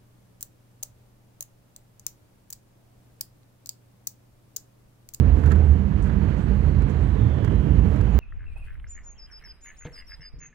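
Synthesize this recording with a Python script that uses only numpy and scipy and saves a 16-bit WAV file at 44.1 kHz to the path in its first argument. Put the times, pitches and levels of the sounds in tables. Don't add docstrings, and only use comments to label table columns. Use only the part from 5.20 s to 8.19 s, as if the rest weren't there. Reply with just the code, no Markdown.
import sys
import numpy as np
from scipy.fft import rfft, irfft, next_fast_len
from scipy.io import wavfile
from scipy.ndimage import uniform_filter1d, map_coordinates

SR = 44100
rng = np.random.default_rng(int(sys.argv[2]) if len(sys.argv) > 2 else 0)


def pcm_store(signal):
    levels = np.round(np.clip(np.atleast_2d(signal), -1, 1) * 32767)
    wavfile.write(sys.argv[1], SR, levels.astype(np.int16).T)


N = 131859

# t/s, relative click level/dB, relative knock level/dB, click t60/s
CLICK_EVENTS = [(0.238,-51.5,-37.5,.025),(.2597,-46.5,-45,0.04),(0.2653,-54,-42,0.028),(0.2763,-48.5,-44,0.019),(0.3118,-57,-36.5,.025),(.3178,-38.5,-37.5,.025),(0.3228,-53.5,-37,0.034),(0.3588,-49,-39,.017),(0.859,-62.5,-44.5,.02),(0.8716,-61,-46,0.018),(0.8995,-67,-38.5,.028),(1.6217,-50,-41,0.014),(2.186,-63,-42,0.023),(2.2317,-57,-50,0.018),(2.2464,-45.5,-38.5,0.057),(2.278,-59,-38,.045),(2.762,-53.5,-57,.015),(2.8111,-48,-41,.029)]


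def amp(db):
    return 10 ** (np.asarray(db) / 20)


def unit(x):
    return x / np.sqrt(np.mean(x ** 2) + 1e-20)


def along(points, hz):
    f, v = np.transpose(points)
    return np.interp(np.log(hz + 1), np.log(f + 1), v)


def curves(rows):
    s, *cols = np.transpose(rows)
    return [np.interp(np.arange(N) / SR, s, c) for c in cols]


def wobble(rate):
    knots = rng.standard_normal(int(N * rate / SR) + 4)
    return map_coordinates(knots, [np.arange(N) * rate / SR], mode="nearest")


def filtered(x, response):
    m = next_fast_len(N + SR // 2)
    hz = np.fft.rfftfreq(m, 1 / SR)
    return irfft(rfft(x, m) * response(hz), m)[..., :N]


def noise(spectrum):
    m = next_fast_len(N + SR // 4)
    hz = np.fft.rfftfreq(m, 1 / SR)
    gain = amp(along(spectrum, hz)) / (1 + (hz / spectrum[-1][0] / 2) ** 10)
    shaped = irfft(rfft(rng.standard_normal((2, m))) * gain, m)[:, :N]
    return np.array([unit(n) for n in shaped])


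def evened(x, span_s):
    power = uniform_filter1d(x ** 2, max(int(span_s * SR), 2), axis=-1)
    return x / np.sqrt(np.abs(power) + 1e-9)


def burst(start, attack_s, t60):
    t = np.arange(N) / SR - start
    return np.clip(t / attack_s, 0, 1) * 1000 ** (-np.maximum(t - attack_s, 0) / t60)


def swell(start, length):
    t = np.arange(N) / SR
    return np.sin(np.pi * np.clip((t - start) / length, 0, 1))


def ringing(hz, wander_hz):
    flutter_db = 1.46
    phase = 2 * np.pi * np.cumsum(hz + wander_hz * wobble(16)) / SR
    return unit(np.sin(phase) * amp(flutter_db * wobble(16)))


def narrow(hz, width_hz):
    phase = 2 * np.pi * np.cumsum(hz * np.ones(N)) / SR
    return unit(wobble(2 * width_hz) * np.cos(phase) + wobble(2 * width_hz) * np.sin(phase))


def rumble():
    # t/s, relative level/dB
    rumble_level = [(0,-28.5),(.4,-29),(.7,-31.5),(.85,-27),(2.0,-28),(2.99,-25.5)]
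    # f/Hz, relative density/dB
    rumble_spectrum = [(15, -48.5), (24, -31.5), (30, -16), (38, -6), (48, 1.5), (59, -1), (68, -1),
                       (90, -4.5), (200, -59.5)]
    level_db, = curves(rumble_level)
    return amp(level_db + 0.5) * evened(noise(rumble_spectrum), span_s=0.13)


def cabin_boom():
    # t/s, relative level/dB
    boom_level = [(0,-11),(.08,-22.5),(.14,-15),(.21,-22.5),(.26,-13.5),(.31,-22),(.36,-12.5),(.45,-14.5),(.54,-13.5),(.62,-18.5),(.69,-24),(.78,-22.5),(.93,-27.5),(1.06,-20.5),(1.31,-34),(1.41,-18),(1.52,-19.5),(1.66,-29.5),(1.83,-19),(1.94,-24.5),(2.07,-18),(2.18,-30.5),(2.52,-23.5),(2.99,-27)]
    # t/s, mean pitch f/Hz
    boom_pitch = [(0,78.14),(.2,79.5),(.32,75),(.6,75.63),(.8,80.33),(1.2,75.9),(1.9,79.46),(2.2,77),(2.6,83),(2.99,75.96)]
    # f/Hz, relative density/dB
    boom_spectrum = [(50, -43.5), (69, -0.5), (75, -5), (82, -2.5), (90, -10.5), (120, -53.5)]
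    tone_db, bed_db, wander_hz = -3.5, -12, 1.6
    level_db, = curves(boom_level)
    pitch_hz, = curves(boom_pitch)
    boom = amp(bed_db) * evened(noise(boom_spectrum), span_s=0.04)
    boom[0] += amp(tone_db) * ringing(pitch_hz, wander_hz)
    return amp(level_db) * boom


def shudder():
    # t/s, mean pitch f/Hz, relative level/dB
    shudder_path = [(0,60.1,-39.5),(.12,56.93,-17.5),(.22,58.01,-34),(.68,57.14,-31),(.84,57.82,-23),(1.0,60.8,-27.5),(1.2,58.96,-22),(1.32,54.95,-25.5),(1.48,52.18,-32.5),(1.66,50.23,-22),(1.78,54.64,-30.5),(1.9,58,-19.5),(2.0,55.2,-31.5),(2.3,57.01,-27.5),(2.45,59.83,-23.5),(2.6,59.33,-19.5),(2.74,61.3,-22),(2.81,56.6,-26.5),(2.88,56.6,-26.5),(2.99,60.3,-13.5)]
    pitch_hz, level_db = curves(shudder_path)
    return amp(level_db - 1) * ringing(pitch_hz, wander_hz=1.5)


def bumps():
    # t/s, relative level/dB, thud f/Hz, t60/s
    bump_events = [(.245,-20,146.3,.2),(.675,-26.5,149,.3),(1.548,-22,114.8,0.44),(1.998,-15,112.5,0.43),(2.228,-20,113.8,0.18),(2.494,-20,155.2,0.21),(2.68,-21,120.3,0.12)]
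    attack_s = 0.019
    t = np.arange(N) / SR
    thuds = np.zeros(N)
    for start, db, f, t60 in bump_events:
        thuds += amp(db) * burst(start, attack_s, t60) * np.sin(2 * np.pi * f * (t - start))
    return thuds


def tyres():
    # t/s, relative drone level/dB, relative roar level/dB, relative hiss level/dB
    tyre_levels = [(0,-19.5,-33.5,-45.5),(.15,-31,-33.5,-44.5),(.3,-25,-31.5,-44),(.55,-28.5,-37,-47),(1.0,-26,-37,-45.5),(1.5,-27,-35,-45.5),(1.85,-27,-37.5,-45),(2.08,-27.5,-35,-45.5),(2.22,-26.5,-31.5,-44.5),(2.4,-25.5,-34.5,-45.5),(2.55,-23,-32.5,-44.5),(2.8,-24.5,-33.5,-44.5),(2.95,-27,-36,-44)]
    # f/Hz, relative density/dB
    drone_spectrum = [(60, -40), (90, 0.5), (112, 0), (135, 1), (153, -1.5), (178, -3.5), (215, -7),
                      (250, -13), (340, -50.5)]
    roar_spectrum = [(170, -25.5), (250, 0.5), (300, 1), (365, -4.5), (430, -3.5), (520, -10.5), (620, -14),
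                     (760, -23.5), (1200, -54.5)]
    hiss_spectrum = [(400, -28), (680, 1.5), (800, 2), (950, 2), (1350, -3), (1650, -2.5), (2300, -9),
                     (3050, -13.5), (3600, -20), (4200, -20.5), (5000, -27.5), (6800, -28.5), (7600, -33),
                     (8400, -34.5), (11000, -42.5), (15500, -43.5)]
    drone_db, roar_db, hiss_db = curves(tyre_levels)
    texture = wobble(30.19)
    drone = amp(drone_db - 0.5) * evened(noise(drone_spectrum), span_s=0.36)
    roar = amp(roar_db + 0.96 * texture + 0.3 * wobble(12)) * noise(roar_spectrum)
    hiss = amp(hiss_db + 0.9 * texture + 0.35 * wobble(12)) * noise(hiss_spectrum)
    return drone + roar + hiss


def engine():
    # t/s, mean firing rate f/Hz, relative level/dB
    engine_path = [(0, 63.3, -43), (.5, 64.62, -33), (1.1, 66.55, -32.5), (1.85, 68.46, -34),
                   (2.4, 68.98, -36.5), (3, 70.1, -38)]
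    engine_orders = [(2, -9.5), (3, -1)]
    rate_hz, level_db = curves(engine_path)
    phase = 2 * np.pi * np.cumsum(rate_hz + 0.14 * wobble(10)) / SR
    hum = np.zeros(N)
    for order, db in engine_orders:
        hum += amp(db + 2.4 * wobble(11)) * unit(np.sin(round(order) * phase))
    return amp(level_db) * hum


def rubs_and_rustles():
    # start t/s, relative level/dB, attack/s, t60/s
    rub_events = [(.292,-53,.015,0.14),(.46,-65,.06,.5),(.816,-54,0.01,.2),(1.168,-59,.01,.23),(1.686,-55,0.012,0.16)]
    # centre t/s, half length/s (the spread of a bell curve), relative level/dB
    rustle_events = [(0.198, 0.05, -61), (0.864, .015, -60), (1.459, 0.13, -66.5), (2.485, 0.2, -68.5),
                     (2.739, 0.049, -63.5)]
    # f/Hz, relative density/dB
    rub_spectrum = [(1000, -26), (4000, -16), (6000, -3.5), (6900, 0.5), (7600, -8.5), (8400, -6),
                    (9500, -15.5), (15500, -28.5)]
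    rustle_spectrum = [(2000, -9.5), (6500, -1.5), (10000, -6.5), (15500, -9)]
    t = np.arange(N) / SR
    rubs = sum(amp(db) * burst(s, attack, t60) for s, db, attack, t60 in rub_events)
    rustles = sum(amp(db) * np.exp(-((t - s) / width) ** 2 / 2) for s, width, db in rustle_events)
    grain = unit(amp(2.1 * wobble(250)))
    return grain * (rubs * noise(rub_spectrum) + rustles * noise(rustle_spectrum))


def knocks():
    # f/Hz, relative density/dB
    knock_spectrum = [(150,-11.5),(400,2),(700,-5.5),(920,4),(1220,1.5),(1620,7.5),(1900,-2.5),(2600,-12),(4000,-20.5),(7000,-42.5)]
    trim_db, attack_s, t60_s = 5.5, 0.007, 0.05
    envelope = sum(amp(db + trim_db) * burst(s - attack_s, attack_s, t60_s) for s, _, db, _ in CLICK_EVENTS)
    return envelope * noise(knock_spectrum)


def clicks():
    # f/Hz, relative density/dB
    click_spectrum = [(100, -10.5), (400, -5), (1000, -3.5), (1650, 0), (3000, -13.5), (4500, -6),
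                      (6800, -6), (10000, -12.5), (15500, -21.5)]
    trim_db, attack_s = -1, 0.0009
    crack_db, crack_t60_s = 1.5, 0.008
    envelope = np.zeros(N)
    for start, db, _, t60 in CLICK_EVENTS:
        tail = burst(start, attack_s, t60)
        crack = amp(crack_db) * burst(start, attack_s, crack_t60_s)
        envelope += amp(db + trim_db) * (tail + crack)
    return envelope * noise(click_spectrum)


def truck_hiss():
    # t/s, centre f/Hz, relative level/dB
    truck_path = [(.6,4615,-87),(1.0,4470,-72),(1.55,4230,-63.5),(1.9,3763,-64.5),(2.03,3450,-57),(2.3,3078,-54),(2.6,2948,-58.5),(2.99,2810,-59)]
    centre_hz, level_db = curves(truck_path)
    return amp(level_db) * narrow(centre_hz, width_hz=340)


def sizzles():
    sizzle_events = [(.41,.16,8200,-66.5),(.814,0.034,8270,-60),(1.163,.13,8170,-69.5),(1.781,.19,8150,-71),(2.35,.19,8830,-75),(2.882,0.13,6720,-65)]
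    return sum(amp(db) * swell(s, length) * narrow(f, width_hz=360) for s, length, f, db in sizzle_events)


def squeals():
    squeal_events = [(1.975,0.076,3583,-58),(2.275,0.067,3070,-55),(2.32,.09,4008,-63.5)]
    return sum(amp(db) * swell(s, length) * ringing(f, wander_hz=25) for s, length, f, db in squeal_events)


def ports(field):
    # f/Hz, left minus right level/dB
    balance = [(40, -13.5), (130, -10), (220, -16), (370, -17.5), (480, -10), (620, -8.5), (800, -15),
               (1050, -16), (1400, -23), (2200, -21.5), (3700, -11.5), (8000, -7), (13000, -1.5)]
    # f/Hz, likeness of the ports (1 = alike, 0 = unrelated)
    likeness = [(60, .99), (220, .98), (290, .91), (370, .72), (480, .33), (650, .1), (3000, 0)]
    # f/Hz, phase by which left leads/rad
    phase_lead = [(30, -0.52), (90, -0.28), (180, -.9), (300, -1)]

    def mid_side_gains(hz):
        turn = np.arccos(np.clip(along(likeness, hz), -1, 1)) / 2
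        return np.array([np.cos(turn), np.sin(turn)])

    def left_response(hz):
        return amp(along(balance, hz)) * np.exp(1j * along(phase_lead, hz))

    mid, side = filtered(field, mid_side_gains)
    left = filtered(mid + side, left_response)
    return amp(5.0) * np.array([left, mid - side])


def scene():
    cabin = rumble() + cabin_boom() + tyres()
    cabin[0] += shudder() + bumps() + engine()
    hand = rubs_and_rustles() + knocks() + clicks()
    airy = truck_hiss() + sizzles() + squeals()
    left_db, right_db = -26, 0
    return ports(cabin) + (hand + airy) * amp([[left_db], [right_db]])


def record(dry):
    top_hz = 15830
    return filtered(dry, lambda hz: hz < top_hz)


dry = scene()
out = record(dry)
pcm_store(out)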